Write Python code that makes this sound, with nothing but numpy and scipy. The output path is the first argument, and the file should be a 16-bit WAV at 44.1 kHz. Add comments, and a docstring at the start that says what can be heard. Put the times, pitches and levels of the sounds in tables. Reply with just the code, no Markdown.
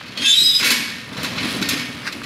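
"""A steel cattle chute opens in an outdoor dirt arena. The latch snaps, the dry hinges stick and slip,
squealing from one note to the next, and the gates crash against their stops and set the frame ringing.
A steer barges out, rattling the bars and thumping the panels, while horses gallop off, kicking up grit.
A short swish passes near the end, and the pens stir quietly behind it all."""
import sys
import numpy as np
from scipy import signal
from scipy.fft import rfft, irfft
from scipy.io import wavfile

SR = 44100
rng = np.random.default_rng(int(sys.argv[2]) if len(sys.argv) > 2 else 0)


def persist_wave(psi):
    """Save psi, clipped to +-1, as 16-bit WAV."""
    counts = np.round(np.clip(psi, -1, 1) * 32767).astype(np.int16)
    wavfile.write(sys.argv[1], SR, np.atleast_2d(counts).T)


N = 99225
T = np.arange(N) / SR

# Deep notes of the chute's panels: pitch_hz, level_db, fade_s (time to fall by 60 dB)
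PANEL_NOTES = [(142.3, -7, 0.3), (189.4, -10.5, 0.75), (225.6, -3, 0.97), (245.3, -2.5, 1),
               (281, 1.5, 0.74), (314.7, -2, 0.38)]


def from_db(db):
    """Turn decibels into a number to multiply by."""
    return 10 ** (np.asarray(db) / 20)


def rms_one(x):
    """Scale a sound so its average power is 1."""
    return x / np.sqrt(np.mean(x ** 2) + 1e-20)


def energy_one(x):
    """Scale a sound so its total energy is 1."""
    return x / np.sqrt(np.sum(x ** 2) + 1e-20)


def loudness(points):
    """A volume curve through rows of time_s, level_db."""
    return from_db(np.interp(T, *np.transpose(points)))


def at_pitch(points, hz):
    """Read between a table's rows, giving each octave equal room."""
    pitches, values = np.transpose(points)
    return np.interp(np.log(hz), np.log(pitches), values)


def noise(tone):
    """Noise shaped by rows of pitch_hz, level_db, dropping steeply past both ends."""
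    hz = np.maximum(np.fft.rfftfreq(N, 1 / SR), 1)
    edges = np.minimum(1, np.minimum(hz / tone[0][0], tone[-1][0] / hz)) ** 4
    gain = from_db(at_pitch(tone, hz)) * edges
    return rms_one(irfft(rfft(rng.standard_normal(N)) * gain, N))


def wander(rate_hz):
    """A smooth random wobble, about 1 in size."""
    r = np.exp(-2 * np.pi * rate_hz / SR)
    return rms_one(signal.lfilter([1], [1, -2 * r, r * r], rng.standard_normal(2 * N))[N:])


def fade(fade_s, t=T):
    """Die away by 60 dB every fade_s seconds."""
    return np.exp(-np.log(1000) * t / fade_s)


def clicks(per_s, spread_db):
    """Tiny taps of uneven size at random times."""
    sizes = from_db(spread_db * np.minimum(rng.exponential(1, N), 4)) * rng.choice([-1, 1], N)
    return rms_one(sizes * (rng.random(N) < per_s / SR))


def strike(force, body):
    """Every tap in the force sets off the body's own sound."""
    return signal.fftconvolve(force, body)[:N]


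def ring(notes):
    """A struck object rings with several fading notes at once."""
    return energy_one(sum(from_db(db) * fade(fade_s) * np.sin(2 * np.pi * hz * T) * rng.choice([-1, 1])
                          for hz, db, fade_s in notes))


def blow(start_s, db, body):
    """Place one hit in time; its level counts the energy as if spread over 30 ms."""
    delayed = np.concatenate([np.zeros(int(start_s * SR)), body])[:N]
    return from_db(db) * np.sqrt(.03 * SR) * delayed


def pens():
    """The stir of the pens is a soft, slightly wavering noise."""
    # Tone of the stir: pitch_hz, level_db
    stir_tone = [(30, -21), (140, 3), (300, -7), (700, -19.5), (1300, -9), (2600, -6), (4500, -13.5),
                 (7000, -30.5), (15500, -47)]
    return from_db(-40.5 + wander(10)) * noise(stir_tone)


def knocks():
    """Two short, dry knocks, each a burst of noise."""
    # When they land: start_s, level_db
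    hits = [(.012, -40), (2.218, -39.5)]
    # Tone of a knock: pitch_hz, level_db
    knock_tone = [(900, -4), (1500, 10), (5000, -36)]
    return sum(blow(start_s, db, energy_one(noise(knock_tone) * fade(0.016))) for start_s, db in hits)


def hooves():
    """Shuffling and galloping hooves patter on the dirt and kick up grit."""
    # How hard the hooves trample: time_s, level_db
    trampling = [(0, -44), (.24, -33.5), (.36, -53), (.6, -40), (1.05, -40), (1.2, -28.5), (1.4, -30),
                 (1.47, -27.5), (1.7, -31.5), (1.85, -34.5), (2.05, -37), (2.25, -37)]
    # Dull tone of a step: pitch_hz, level_db
    step_tone = [(45, -35), (80, -16), (150, -3.5), (280, -4.5), (380, -13), (600, -10.5), (800, -19),
                 (1200, -11.5), (2000, -21)]
    # How much grit flies: time_s, level_db
    spray = [(0, -65), (1.15, -49), (1.38, -57), (1.44, -35.5), (1.56, -32.5), (1.75, -64), (1.9, -45.5),
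             (2.25, -48)]
    # Bright tone of a grain: pitch_hz, level_db
    grain_tone = [(3000, 9), (7000, -7.5), (10500, -2), (13000, -17), (16000, -21)]
    steps = sum(strike(clicks(140, spread_db=1.5), noise(step_tone) * fade(0.14)) for _ in range(6))
    grit = sum(strike(clicks(700, spread_db=5), noise(grain_tone) * fade(0.013)) for _ in range(4))
    return from_db(-1) * loudness(trampling) * rms_one(steps) + loudness(spray) * rms_one(grit)


def hinge_squeals():
    """Sticking and slipping, the hinges catch on one of their natural notes after another."""
    # Squeals: start_s, end_s, pitch_hz, glide_hz_per_s, level_db, roughness (0 to 1)
    squeals = [(.08, .092, 4400, -5000, -44, .4), (.173, .184, 4400, -6000, -31, .4),
               (.255, .295, 1630, 0, -33, .1), (.25, .268, 2632, 500, -21, .5),
               (.29, .36, 2635, 0, -36, .7), (.205, .365, 3210, -650, -24, .55),
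               (.266, .338, 3537, 0, -15, .22), (.25, .39, 3612, 0, -27, .7), (.27, .37, 3848, 0, -25, .3),
               (.24, .33, 6490, 0, -31, .6), (.272, .32, 7235, 0, -30, .5), (.375, .43, 7715, 0, -34, .45),
               (.352, .425, 3864, 0, -16, .25), (.445, .515, 3864, 0, -16.5, .2),
               (.53, .568, 3868, 0, -21, .25), (.39, .43, 4078, 0, -24, .4), (.42, .465, 8446, 0, -34, .3),
               (.50, .565, 3560, 0, -27, .4), (.44, .462, 4975, 0, -18.5, .27),
               (.484, .502, 4980, 0, -19, .27), (.54, .57, 4990, 0, -18, .3), (.59, .612, 4995, 0, -25, .3)]
    boost_db, waver_hz = 3, 24
    out = 0
    for start, end, hz, glide, db, roughness in squeals:
        rise = np.clip((T - start) / (.75 * (end - start)) + .5, 0, 1)
        swell = rise * fade(.085, np.maximum(T - end, 0))
        slide = glide * (np.clip(T, start, end) - (start + end) / 2)
        pitch = hz + slide + waver_hz * roughness * wander(23.3)
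        phase = 2 * np.pi * np.cumsum(pitch) / SR
        # The note itself, then two quieter, rougher overtones.
        for multiple, part_db in enumerate((0, -24, -31), 1):
            rough = np.clip(roughness * multiple ** 2, 0, 1)
            flutter = np.sqrt(2 * (1 - rough ** 2)) + rough * (wander(70) + 1j * wander(70))
            note = np.real(flutter * np.exp(1j * multiple * phase))
            out = out + from_db(boost_db + db + part_db) * swell * note
    return out


def hinge_scrape():
    """Dry hinges grind; their uneven slips quicken as the gates gather speed, and ring in the steel."""
    # How hard the hinges rub: time_s, level_db
    friction = [(.16, -77), (.175, -43), (.21, -32.5), (.26, -22.5), (.34, -22.5), (.42, -21.5), (.5, -25),
                (.56, -25.5), (.6, -24), (.65, -96)]
    # How often they slip: time_s, rate_hz
    slip_rate = [(.2, 3256), (.27, 3253), (.3, 3566), (.33, 3560), (.37, 3840), (.43, 4067), (.5, 3960),
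                 (.57, 3850)]
    # The slipping note and its three overtones: level_db
    slip_levels = (-11, -12.5, -15, -38)
    # Tone of the grinding: pitch_hz, level_db
    grind_tone = [(900, -43), (1500, -25), (2300, -6.5), (3300, 5.5), (4500, -2.5), (6500, -5.5),
                  (8500, -14.5), (11000, -12.5), (15500, -33)]
    slip_hz = np.interp(T, *np.transpose(slip_rate)) * (1 + 0.0295 * wander(256))
    phase = 2 * np.pi * np.cumsum(slip_hz) / SR
    slips = sum(np.sqrt(2) * from_db(db) * np.sin(k * phase) for k, db in enumerate(slip_levels, 1))
    grind = rms_one(strike(clicks(2500, spread_db=3), noise(grind_tone) * fade(0.036)))
    steel_ring = energy_one(rng.standard_normal(N) * fade(0.17))
    rubbing = loudness(friction)
    return from_db(-1) * rubbing * grind + strike(rubbing * slips, steel_ring)


def steel_frame():
    """One tap on the chute: a crack, a wash of countless close notes, ringing bars, booming panels."""
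    # Tone of the frame: pitch_hz, level_db
    steel_tone = [(380, -7), (700, -19.5), (1000, -4.5), (1300, -14.5), (1700, 0.5), (2400, 1), (3600, -2),
                  (4600, -3), (6400, -9.5), (8200, -18), (11600, -15), (15500, -35)]
    # How long the frame rings: pitch_hz, fade_s
    ring_times = [(400, 0.8), (2000, 0.78), (5000, 0.6), (10000, 0.6), (15000, 0.42)]
    # Strongest notes of the bars: pitch_hz, level_db, fade_s
    bar_notes = [(594.5, -12.5, 0.54), (1834.5, 5, 0.43), (2225, -1.5, 1), (2236, -1, 0.99),
                 (2546, -3, 0.75), (3233, 2, 0.46), (4432, -2, 0.43), (5080, -1.5, 0.43), (6293, -9, 0.65),
                 (11600, -11.5, 0.38)]
    wash, edges_hz = 0, np.geomspace(300, 16000, 9)
    for low, high in zip(edges_hz, edges_hz[1:]):
        band_filter = signal.butter(2, [low, high], "band", fs=SR, output="sos")
        band = signal.sosfilt(band_filter, noise(steel_tone))
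        wash = wash + band * fade(at_pitch(ring_times, np.sqrt(low * high)))
    crack = energy_one(noise(steel_tone) * fade(0.035))
    return (from_db(-2) * crack + from_db(-4) * energy_one(wash)
            + from_db(-8.5) * ring(bar_notes) + from_db(-17) * ring(PANEL_NOTES))


def change_treble(x, treble_db):
    """Turn the part above 6400 Hz up or down."""
    treble = signal.sosfiltfilt(signal.butter(2, 6400, "high", fs=SR, output="sos"), x)
    return x + (from_db(treble_db) - 1) * treble


def chute_clangs():
    """Each clang is a quick chatter of taps on the frame; loose fittings rattle in between."""
    # Steel hits steel: time_s, level_db, chatter_s, treble_db
    clangs = [(.171, -26, 0.021, -8), (0.217, -23.5, 0.015, -26.5), (0.597, -18, 0.04, -1),
              (.628, -19, 0.015, -0.5), (.643, -14.5, 0.042, 5), (0.661, -22, 0.025, 7),
              (.703, -17.5, 0.01, 6), (0.712, -19.5, 0.028, 9), (1.167, -27.5, 0.053, -4),
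              (1.23, -28, 0.017, 7), (1.244, -23, 0.013, -5), (1.378, -23, 0.013, -36),
              (1.436, -25, 0.081, -18), (1.614, -28, 0.012, 3), (1.624, -19.5, 0.008, -10),
              (1.687, -24, 0.0093, 13.5), (1.702, -22.5, .016, -7), (2.123, -31.5, 0.0063, 1.5),
              (2.233, -33, 0.02, -1.5)]
    # How hard the fittings shake: time_s, level_db
    shaking = [(.6, -39), (.76, -26), (.86, -27.5), (1.05, -42.5), (1.16, -38), (1.33, -34), (1.46, -28),
               (1.6, -32.5), (1.78, -26.5), (1.9, -38.5), (2.25, -48)]
    force = change_treble(loudness(shaking) * clicks(220, spread_db=1.5), treble_db=-3.5)
    for time_s, db, chatter_s, treble_db in clangs:
        rise = np.clip((T - time_s) / .003 + .5, 0, 1)
        chatter = clicks(1400, spread_db=1.5) * rise * np.exp(-np.abs(T - time_s) / chatter_s)
        force += change_treble(energy_one(chatter), treble_db) * from_db(db) * np.sqrt(0.029 * SR)
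    return strike(force, steel_frame())


def thumps():
    """Hooves and bodies hit the ground and the panels: dull thuds with a boom."""
    # Heavy hits: start_s, level_db
    hits = [(.195, -37.5), (.415, -35.5), (.619, -31), (.698, -31.5), (.79, -35.5), (1.107, -38.5),
            (1.231, -49), (1.315, -36), (1.44, -25), (1.55, -27), (1.61, -27), (1.72, -29.5),
            (2.152, -35.5), (2.183, -39.5)]
    # Tone of a thud: pitch_hz, level_db
    thud_tone = [(40, -28), (80, -14), (160, 5), (280, 4), (420, -2), (800, -20)]
    boom = from_db(-1.5) * ring(PANEL_NOTES)
    return sum(blow(start_s, db, energy_one(noise(thud_tone) * fade(0.29)) + boom) for start_s, db in hits)


def swish():
    """A brief rush of air, likely a swung rope, swells and fades."""
    # Tone of the rushing air: pitch_hz, level_db
    air_tone = [(410, -58), (700, -20), (1130, -2.5), (2020, -1), (2780, -5.5), (2940, -20), (4540, -4.5),
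                (7000, -24.5), (11000, -28), (15400, -42)]
    peak_s, width_s = 2.076, 0.0096
    return from_db(-21.5) * noise(air_tone) / (1 + ((T - peak_s) / width_s) ** 2) ** 0.71


def scene():
    """Add the pens, the gate, the animals and the swish into one channel."""
    background = pens()
    gate = hinge_scrape() + hinge_squeals() + chute_clangs()
    animals = thumps() + knocks() + hooves()
    return (background + gate + animals + swish())[None]


def record(dry):
    """Cut the deep bass and the very highest treble."""
    bass_cut = signal.butter(2, 55, "high", fs=SR, output="sos")
    treble_cut = signal.cheby2(16, 70, 16500, fs=SR, output="sos")
    return signal.sosfilt(treble_cut, signal.sosfilt(bass_cut, dry))


dry = scene()
out = record(dry)
persist_wave(out)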